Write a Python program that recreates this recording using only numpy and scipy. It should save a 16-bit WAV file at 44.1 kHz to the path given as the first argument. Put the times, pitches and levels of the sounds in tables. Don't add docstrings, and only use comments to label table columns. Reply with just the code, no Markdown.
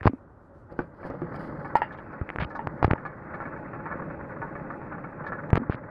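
import sys
import numpy as np
from scipy import signal
from scipy.io import wavfile

SR = 44100
rng = np.random.default_rng(int(sys.argv[2]) if len(sys.argv) > 2 else 0)


def store_wav(level_fs):
    pcm = np.round(np.clip(np.atleast_2d(level_fs), -1, 1) * 32767)
    wavfile.write(sys.argv[1], SR, pcm.T.astype(np.int16))


def linear_from_db(decibels):
    return 10 ** (np.asarray(decibels, float) / 20)


N = 260328


def rms_one(x):
    return x / np.sqrt(np.mean(x ** 2) + 1e-20)


def in_time(rows):
    row_s, *columns = np.transpose(rows)
    row_s = np.r_[row_s[0] - .05, row_s, row_s[-1] + .05]
    t = np.arange(N) / SR
    return [np.interp(t, row_s, np.r_[-110, column, -110]) for column in columns]


def drift(rate_hz):
    pole = np.exp(-80 * np.pi * rate_hz / SR)
    noise = rng.standard_normal(N // 40 + 2002)
    slow = signal.lfilter([1], [1, -2 * pole, pole * pole], noise)[2000:]
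    return np.interp(np.arange(N) / 40, np.arange(len(slow)), rms_one(slow))


def ring(x, hz, t60_s):
    pole = linear_from_db(-60 / (max(t60_s, .001) * SR))
    angle = 2 * np.pi * hz / SR
    return signal.lfilter([0, np.sin(angle)], [1, -2 * pole * np.cos(angle), pole * pole], x + 1e-18)


def band(x, low_hz, high_hz, order=2):
    return signal.sosfilt(signal.butter(order, [low_hz, high_hz], "band", fs=SR, output="sos"), x)


def soft(force, cut_hz, order=5):
    return signal.sosfilt(signal.butter(order, cut_hz, fs=SR, output="sos"), force)


def add(out, start_s, sound, peak_db):
    at = max(round(start_s * SR), 0)
    sound = sound[:N - at]
    out[at:at + len(sound)] += sound * linear_from_db(peak_db) / np.abs(sound).max()


def banded_noise(spectrum, patchy_db, rate_hz):
    hz, db = np.transpose(spectrum)
    out, together, white = 0, drift(rate_hz), rng.standard_normal((2, N))
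    edges_hz = hz[0] * 2 ** np.arange(0, np.log2(min(hz[-1], 19000) / hz[0]), 1 / 3)
    for k, (low_hz, high_hz) in enumerate(zip(edges_hz, edges_hz[1:])):
        level_db = np.interp(np.log(low_hz * high_hz) / 2, np.log(hz), db)
        flicker_db = patchy_db * (together + 0.45 * drift(rate_hz))
        out = out + linear_from_db(level_db + flicker_db) * band(white[k % 2], low_hz, high_hz, order=3)
    return rms_one(out)


def hum(hz, rms_db, width_hz):
    return linear_from_db(rms_db) * rms_one(ring(rng.standard_normal(N), hz, 2.2 / width_hz))


def strike(modes, contact, spread_db, tilt_db=0):
    gains = linear_from_db(np.transpose(modes)[1] + tilt_db + spread_db * rng.standard_normal(len(modes)))
    return sum(gain * ring(contact, hz, t60_s) for gain, (hz, _, t60_s) in zip(gains, modes))


def chatter(decay_s, touches_per_s, size=6000):
    t = np.arange(size) / SR
    touches = rng.random(size) < touches_per_s / SR
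    force = touches * rng.standard_normal(size) * np.exp(-t / decay_s)
    force[0] = 1.6
    return force


def bottle():
    # start in seconds, peak in dB ahead of the tunnel's tail.
    bump_rows = [(0.721, -30.5), (0.789, -13.5), (1.005, -31.5), (1.05, -22.5), (1.099, -20), (1.137, -28),
                 (1.217, -20.5)]
    # frequency in Hz, usual strength in dB, t60 in seconds.
    bottle_modes = [(167.6, 0.5, 0.27), (291.5, -5.5, 0.082), (352, 11.5, 0.07), (485, 6, 0.059),
                    (543, 7, 0.067), (728, 12, 0.011), (880, -7, 0.075), (1180, 2.5, 0.028),
                    (1470, -16, 0.17), (1733, -52, .08), (3360, -19, .03)]
    # start in seconds, peak in dB ahead of the tunnel's tail,
    # share of the free ring time, brightness in dB per octave.
    knock_rows = [(1.7543, -4, 0.62, -10.5), (1.8187, -9, 0.45, 1.5), (2.592, -21, 1.24, -6),
                  (2.906, -19.5, 1.1, -14), (2.958, -31, 0.99, -13)]
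    # frequency in Hz, usual strength in dB, free t60 in seconds.
    mouth_modes = [(780, -15, 0.021), (880, -7, 0.06), (904, 7.5, 0.088), (890, -11, 0.056),
                   (1340, -3, 0.056), (1760, 5, 0.024), (1780, -13, 0.068), (1970, -25, 0.064),
                   (2460, -27, 0.082), (2680, -19, 0.1), (2750, -8, 0.051), (4740, -8, .025)]
    out, click = np.zeros(N), np.eye(1, 6000)[0]
    for s, db in bump_rows:
        force = soft(chatter(.014, 500), cut_hz=2100, order=4)
        add(out, s + .0015, strike(bottle_modes, force, spread_db=2), db)
    for s, db, share, bright_db in knock_rows:
        modes = np.array(mouth_modes) * [1, 1, share]
        tilt_db = bright_db * np.log2(modes[:, 0] / 900)
        force = soft(click, cut_hz=2300, order=4)
        add(out, s, -strike(modes, force, spread_db=1, tilt_db=tilt_db), db)
    snaps = rng.standard_normal(N) * linear_from_db(2.0 * drift(60))
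    high, low = band(snaps, 6500, 12000), band(snaps, 2500, 3300)
    crinkle = band(snaps, 4100, 5030, order=3) + linear_from_db(-18) * high + linear_from_db(-2) * low
    return tunnel(out) + crinkling() * rms_one(crinkle)


def tunnel(x):
    t = np.arange(round(.2 * SR)) / SR
    tail = band(rng.standard_normal(len(t)), 1100, 5000)
    tail = tail * linear_from_db(-60 * t / .14) * (t > .003)
    return x + linear_from_db(-8) * signal.fftconvolve(x, tail / np.linalg.norm(tail))[:N]


def crinkling():
    # time of peak in seconds, level in dB, rise and fall over 20 dB in seconds.
    swell_rows = [(0.724, -68.5, .013, .018), (0.798, -69, 0.034, 0.06), (1.07, -61.5, 0.04, 0.019),
                  (1.364, -60.5, 0.029, 0.01), (1.396, -66.5, 0.0066, 0.056), (1.446, -66, 0.054, 0.064),
                  (1.66, -74, 0.12, .08), (1.767, -51.5, 0.0065, 0.027), (1.822, -70, 0.016, .04)]
    slide_start_s, slide_start_db, fade_db_per_s = 0.94, -82.5, 4.0
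    t = np.arange(N) / SR
    level = linear_from_db(slide_start_db - fade_db_per_s * (t - slide_start_s)) * (t > slide_start_s)
    for s, db, rise_s, fall_s in swell_rows:
        level = level + linear_from_db(db - 20 * np.where(t < s, (s - t) / rise_s, (t - s) / fall_s))
    return level


def belts():
    # time in seconds, rumble level in dB,
    # clatter level in dB.
    belt_rows = [(0.7, -48, -57.5), (0.95, -54, -60), (1.06, -44, -45), (1.2, -43, -50.5),
                 (1.45, -39.5, -43.5), (1.93, -45.5, -48.5), (2.15, -44.5, -48.5), (2.39, -47, -53.5),
                 (2.65, -41.5, -47.5), (2.92, -42.5, -45.5), (3.12, -47, -49.5), (3.47, -41, -40.5),
                 (3.72, -43.5, -46.5), (4.05, -39, -44), (4.28, -42.5, -44.5), (4.6, -40, -46),
                 (5.1, -43.5, -46), (5.42, -41, -42), (5.9, -48, -49.5)]
    # time in seconds, level in dB.
    whirr_rows = [(0.0, -61.5), (0.14, -65), (0.22, -95), (0.9, -87), (1.35, -87), (1.7, -83),
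                  (1.95, -63.5), (2.35, -62.5), (2.65, -79.5), (3.0, -79), (3.45, -59), (4.8, -62),
                  (5.55, -65), (5.9, -77)]
    # frequency in Hz, level in dB against the rumble.
    motor_rows = [(150.7, -7), (301.5, -9), (339.1, -11), (419.9, -12.5), (554.5, -30), (845.2, -10.5)]
    # frequency in Hz, relative density in dB per Hz.
    rumble_spectrum = [(15, -46), (25, -24), (155, -3), (307, -7.5), (376, -23), (634, 0), (702, -25.5),
                       (800, -17), (1040, -47.5), (1760, -120)]
    clatter_spectrum = [(320, -35), (550, 5), (647, 3.5), (718, -10.5), (835, 6.5), (1010, -4), (1190, 6),
                        (1730, 0.5), (2200, -18.5), (2860, -55), (4840, -120)]
    rumble_db, clatter_db = in_time(belt_rows)
    whirr_db, = in_time(whirr_rows)
    motor = sum(hum(hz, db, width_hz=16) for hz, db in motor_rows)
    rumble = linear_from_db(rumble_db) * (banded_noise(rumble_spectrum, patchy_db=1.35, rate_hz=36) + motor)
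    clatter = linear_from_db(clatter_db) * banded_noise(clatter_spectrum, patchy_db=3.5, rate_hz=26)
    whirr = rms_one(band(rng.standard_normal(N), 1600, 3600))
    top = clatter + linear_from_db(whirr_db + 2.0 * drift(25)) * whirr
    edge = signal.cheby2(10, 30, 2830, fs=SR, output="sos")
    return rumble + signal.sosfilt(edge, top)


def rattles():
    # start in seconds, peak in dB, favoured pitch in Hz.
    rattle_rows = [(1.03, -32, 1240), (1.343, -26, 880), (1.647, -26, 1060), (1.907, -33.5, 1780),
                   (1.92, -35.5, 1770), (1.986, -33, 1340), (2.13, -30, 1100), (2.505, -30.5, 850),
                   (2.551, -25, 907), (2.98, -33, 870), (3.052, -22.5, 1670), (3.342, -27, 1096),
                   (3.403, -20, 1710), (3.454, -25, 1080), (3.563, -30, 1380), (3.733, -27, 1060),
                   (3.857, -25, 1710), (3.914, -23, 1480), (4.022, -27.5, 1070), (4.102, -30.5, 1290),
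                   (4.418, -22, 1120), (4.553, -25.5, 1410), (4.702, -24, 1140), (4.816, -29.5, 805),
                   (4.923, -26, 1710), (5.04, -28, 1080), (5.24, -27, 1720), (5.266, -22.5, 1710),
                   (5.321, -23, 1090)]
    # frequency in Hz, usual strength in dB, t60 in seconds.
    frame_modes = [(816, -4, 0.078), (924.4, -1.5, 0.099), (1107, -8, 0.17), (1201, 7, 0.028),
                   (1350, -1, 0.094), (1476, 1, 0.073), (1710, 0.5, 0.055), (1698, 4.5, 0.015),
                   (2212, 3.5, 0.032), (2770, -23.5, 0.073), (2900, -39, .08)]
    # start in seconds, peak in dB, centre in Hz.
    scuff_rows = [(1.92, -55.5, 3300), (1.973, -56.5, 2900), (2.12, -71, 4800), (2.495, -65, 4500),
                  (2.55, -56, 4500), (3.052, -59.5, 4000), (3.338, -61.5, 3900), (5.262, -53.5, 3900),
                  (5.483, -75, 4200)]
    hiss_db, hiss_hz = -49, 4200
    out, t = np.zeros(N), np.arange(6000) / SR
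    rows = rattle_rows + teeth()
    for s, db, hz in rows:
        near_db = -5.0 * np.abs(np.log2(np.array(frame_modes)[:, 0] / hz))
        force = soft(chatter(0.017, 1500), cut_hz=1900)
        add(out, s, strike(frame_modes, force, spread_db=3, tilt_db=near_db), db)
    hisses = [(s, db + hiss_db, hiss_hz) for s, db, hz in rows]
    for s, db, hz in scuff_rows + hisses:
        scuff = band(rng.standard_normal(len(t)), hz / 1.27, hz * 1.15)
        add(out, s, scuff * np.sqrt(t) * np.exp(-(t / 0.021) ** 2), db)
    return out


def teeth():
    tooth_db = [-44, -42, -48, -46.5, -37, -38, -38.5, -37, -46.5]
    first_s, last_s, period_s = 1.034, 5.86, .0564
    spread_db, jitter_s = 2.2, .003
    s = np.arange(first_s, last_s, period_s)
    late, strong, pitch = rng.standard_normal((len(s), 3)).T
    db = np.resize(tooth_db, len(s)) + spread_db * strong
    return list(zip(s + jitter_s * late, db, 1150 * 2 ** (.3 * pitch)))


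def handling():
    # start in seconds, peak in dB, swing in Hz, t60 in seconds,
    # push 1 or pull -1.
    thump_rows = [(0.014, -29.5, 86, 0.058, 1), (0.0565, -5, 105, 0.017, 1), (0.07, -7.5, 94, 0.051, -1),
                  (0.095, -22.5, 266, 0.049, 1), (.134, -22.5, 261, 0.05, -1),
                  (2.214, -17.5, 77.5, 0.045, -1), (2.383, -29.5, 85, 0.13, -1),
                  (2.4, -22.5, 72, 0.085, -1), (2.422, -20.5, 147, 0.047, 1), (2.45, -25.5, 71, 0.056, -1),
                  (2.669, -25.5, 96, 0.066, -1), (2.828, -20, 130, 0.044, -1), (2.845, -9, 93, 0.054, 1),
                  (2.879, -14.5, 104, 0.017, -1), (2.9106, -7.5, 98, 0.025, 1),
                  (2.9332, -9.5, 93, 0.009, 1), (5.53, -4, 100.7, 0.032, 1), (5.552, -23, 142, 0.12, 1),
                  (5.576, -10, 68.6, 0.0095, 1), (5.598, -26, 244, 0.11, 1), (5.618, -22.5, 247, 0.079, -1),
                  (5.697, -9.5, 86, 0.018, -1), (5.746, -24, 128, 0.031, -1)]
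    # start in seconds,
    # peak in dB, ring in Hz, treble peak in dB, t60 in cycles of the ring.
    tick_rows = [(0.008, -30.5, 1760, -65, 20), (0.03, -20.5, 1500, -47.5, 1.5),
                 (0.055, -17.5, 947, -40.5, 7.2), (0.074, -3.5, 1050, -45.5, 8),
                 (0.0745, -25, 1500, -34, 4.1), (0.79, -22.5, 1500, -45, 32), (1.102, -40, 880, -51, 4.8),
                 (1.215, -38, 1220, -60, 6), (1.755, -24, 921, -31, 1), (2.213, -29, 1300, -64, 17),
                 (2.29, -21.5, 2100, -60.5, 6.8), (2.301, -16, 1820, -57.5, 1.4),
                 (2.359, -14.5, 929, -52.5, 0.74), (2.385, -15.5, 1600, -61.5, 6.9),
                 (2.403, -18, 1030, -47.5, 4), (2.671, -11, 918, -39.5, 2.1), (2.827, -5, 902, -36.5, 3.7),
                 (2.844, -4, 900, -38.5, 2.9), (2.8465, -7.5, 700, -43, 0.72),
                 (2.879, -29, 1300, -55.5, 2.4), (2.910, -4, 1100, -42.5, 0.95),
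                 (2.9336, -11.5, 1300, -53, 0.65), (5.503, -19, 943, -44.5, 1.2),
                 (5.53, -13, 1500, -51, 1.5), (5.533, -14, 939, -48.5, 1.8), (5.555, -8, 902, -31.5, 0.87),
                 (5.575, -22, 910, -43, 3.5), (5.699, -22.5, 1180, -51.5, 5), (5.722, -22, 1540, -62, 12),
                 (5.744, -24.5, 1520, -65, 4.8)]
    # start in seconds, length in seconds, peak in dB,
    # centre in Hz, treble gain in dB.
    rub_rows = [(0.024, 0.064, -24.5, 850, -33), (0.065, 0.016, -11, 870, -28),
                (0.084, 0.021, -40, 1190, -35.5), (2.396, 0.054, -21, 1574, -31),
                (2.827, 0.0093, -21.5, 875, -36), (2.838, 0.016, -19.5, 1000, -22),
                (2.857, 0.017, -35, 1200, -26), (2.915, 0.013, -32, 860, -41),
                (5.538, 0.042, -24.5, 806, -44.5), (5.565, 0.016, -13, 980, -34),
                (5.699, 0.057, -33, 1500, -24.5)]
    out, click = np.zeros(N), np.eye(1, 6000)[0]
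    for s, db, hz, t60_s, way in thump_rows:
        shove = signal.lfilter([1, -1], [1, -.96], click)
        push = soft(shove, cut_hz=1380, order=3)
        casing = linear_from_db(-18.5) * ring(push, 299.0, 0.012)
        add(out, s, way * (ring(push, hz, t60_s) + casing), db)
    for s, db, hz, treble_db, cycles in tick_rows:
        add(out, s + .001, -ring(soft(click, cut_hz=2380), hz, cycles / hz), db)
        crack = chatter(0.0003, 12000, size=600)
        crack = band(crack, 1600, 5500, order=3) + linear_from_db(-20) * band(crack, 7100, 15000, order=1)
        add(out, s + .0012, crack, treble_db)
    for s, length_s, db, hz, treble_db in rub_rows:
        t = np.arange(round(length_s * SR)) / (length_s * SR)
        slips = (rng.random(6000) < 2500 / SR) * rng.laplace(size=6000)
        slips[:len(t)] *= np.sin(np.pi * t) ** .5
        slips[len(t):] = 0
        rasp = band(slips, 3300, 5020, order=3)
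        drag = soft(band(slips, hz / 4, hz * 1.5), cut_hz=3000, order=4)
        add(out, s, drag + linear_from_db(treble_db) * rasp, db)
    return out


def street():
    # frequency in Hz, relative density in dB per Hz.
    street_spectrum = [(15, -35.5), (25, -1.5), (102, 9.5), (178, -0.5), (352, 2), (397, -4), (569, -10),
                       (629, -6.5), (1460, -8.5), (2560, -46), (3000, -42), (3900, -67.5), (6600, -120)]
    traffic_db, fan_hz, fan_db = -52, 553, -60.5
    traffic = banded_noise(street_spectrum, patchy_db=.4, rate_hz=8)
    return linear_from_db(traffic_db) * traffic + hum(fan_hz, fan_db, width_hz=17)


def scene():
    return (belts() + rattles() + bottle() + handling() + street())[None]


def band_limit(x):
    return signal.sosfilt(signal.butter(12, 15800, fs=SR, output="sos"), x)


def record(dry):
    # frequency in Hz, relative density in dB per Hz.
    hiss_spectrum = [(2500, -8), (4000, -9), (6000, -12), (10000, -14.5), (14000, -24), (15800, -16)]
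    hiss_db = -89
    heard = dry + linear_from_db(hiss_db) * banded_noise(hiss_spectrum, patchy_db=2.5, rate_hz=8)
    return band_limit(heard)


dry = scene()
out = record(dry)
store_wav(out)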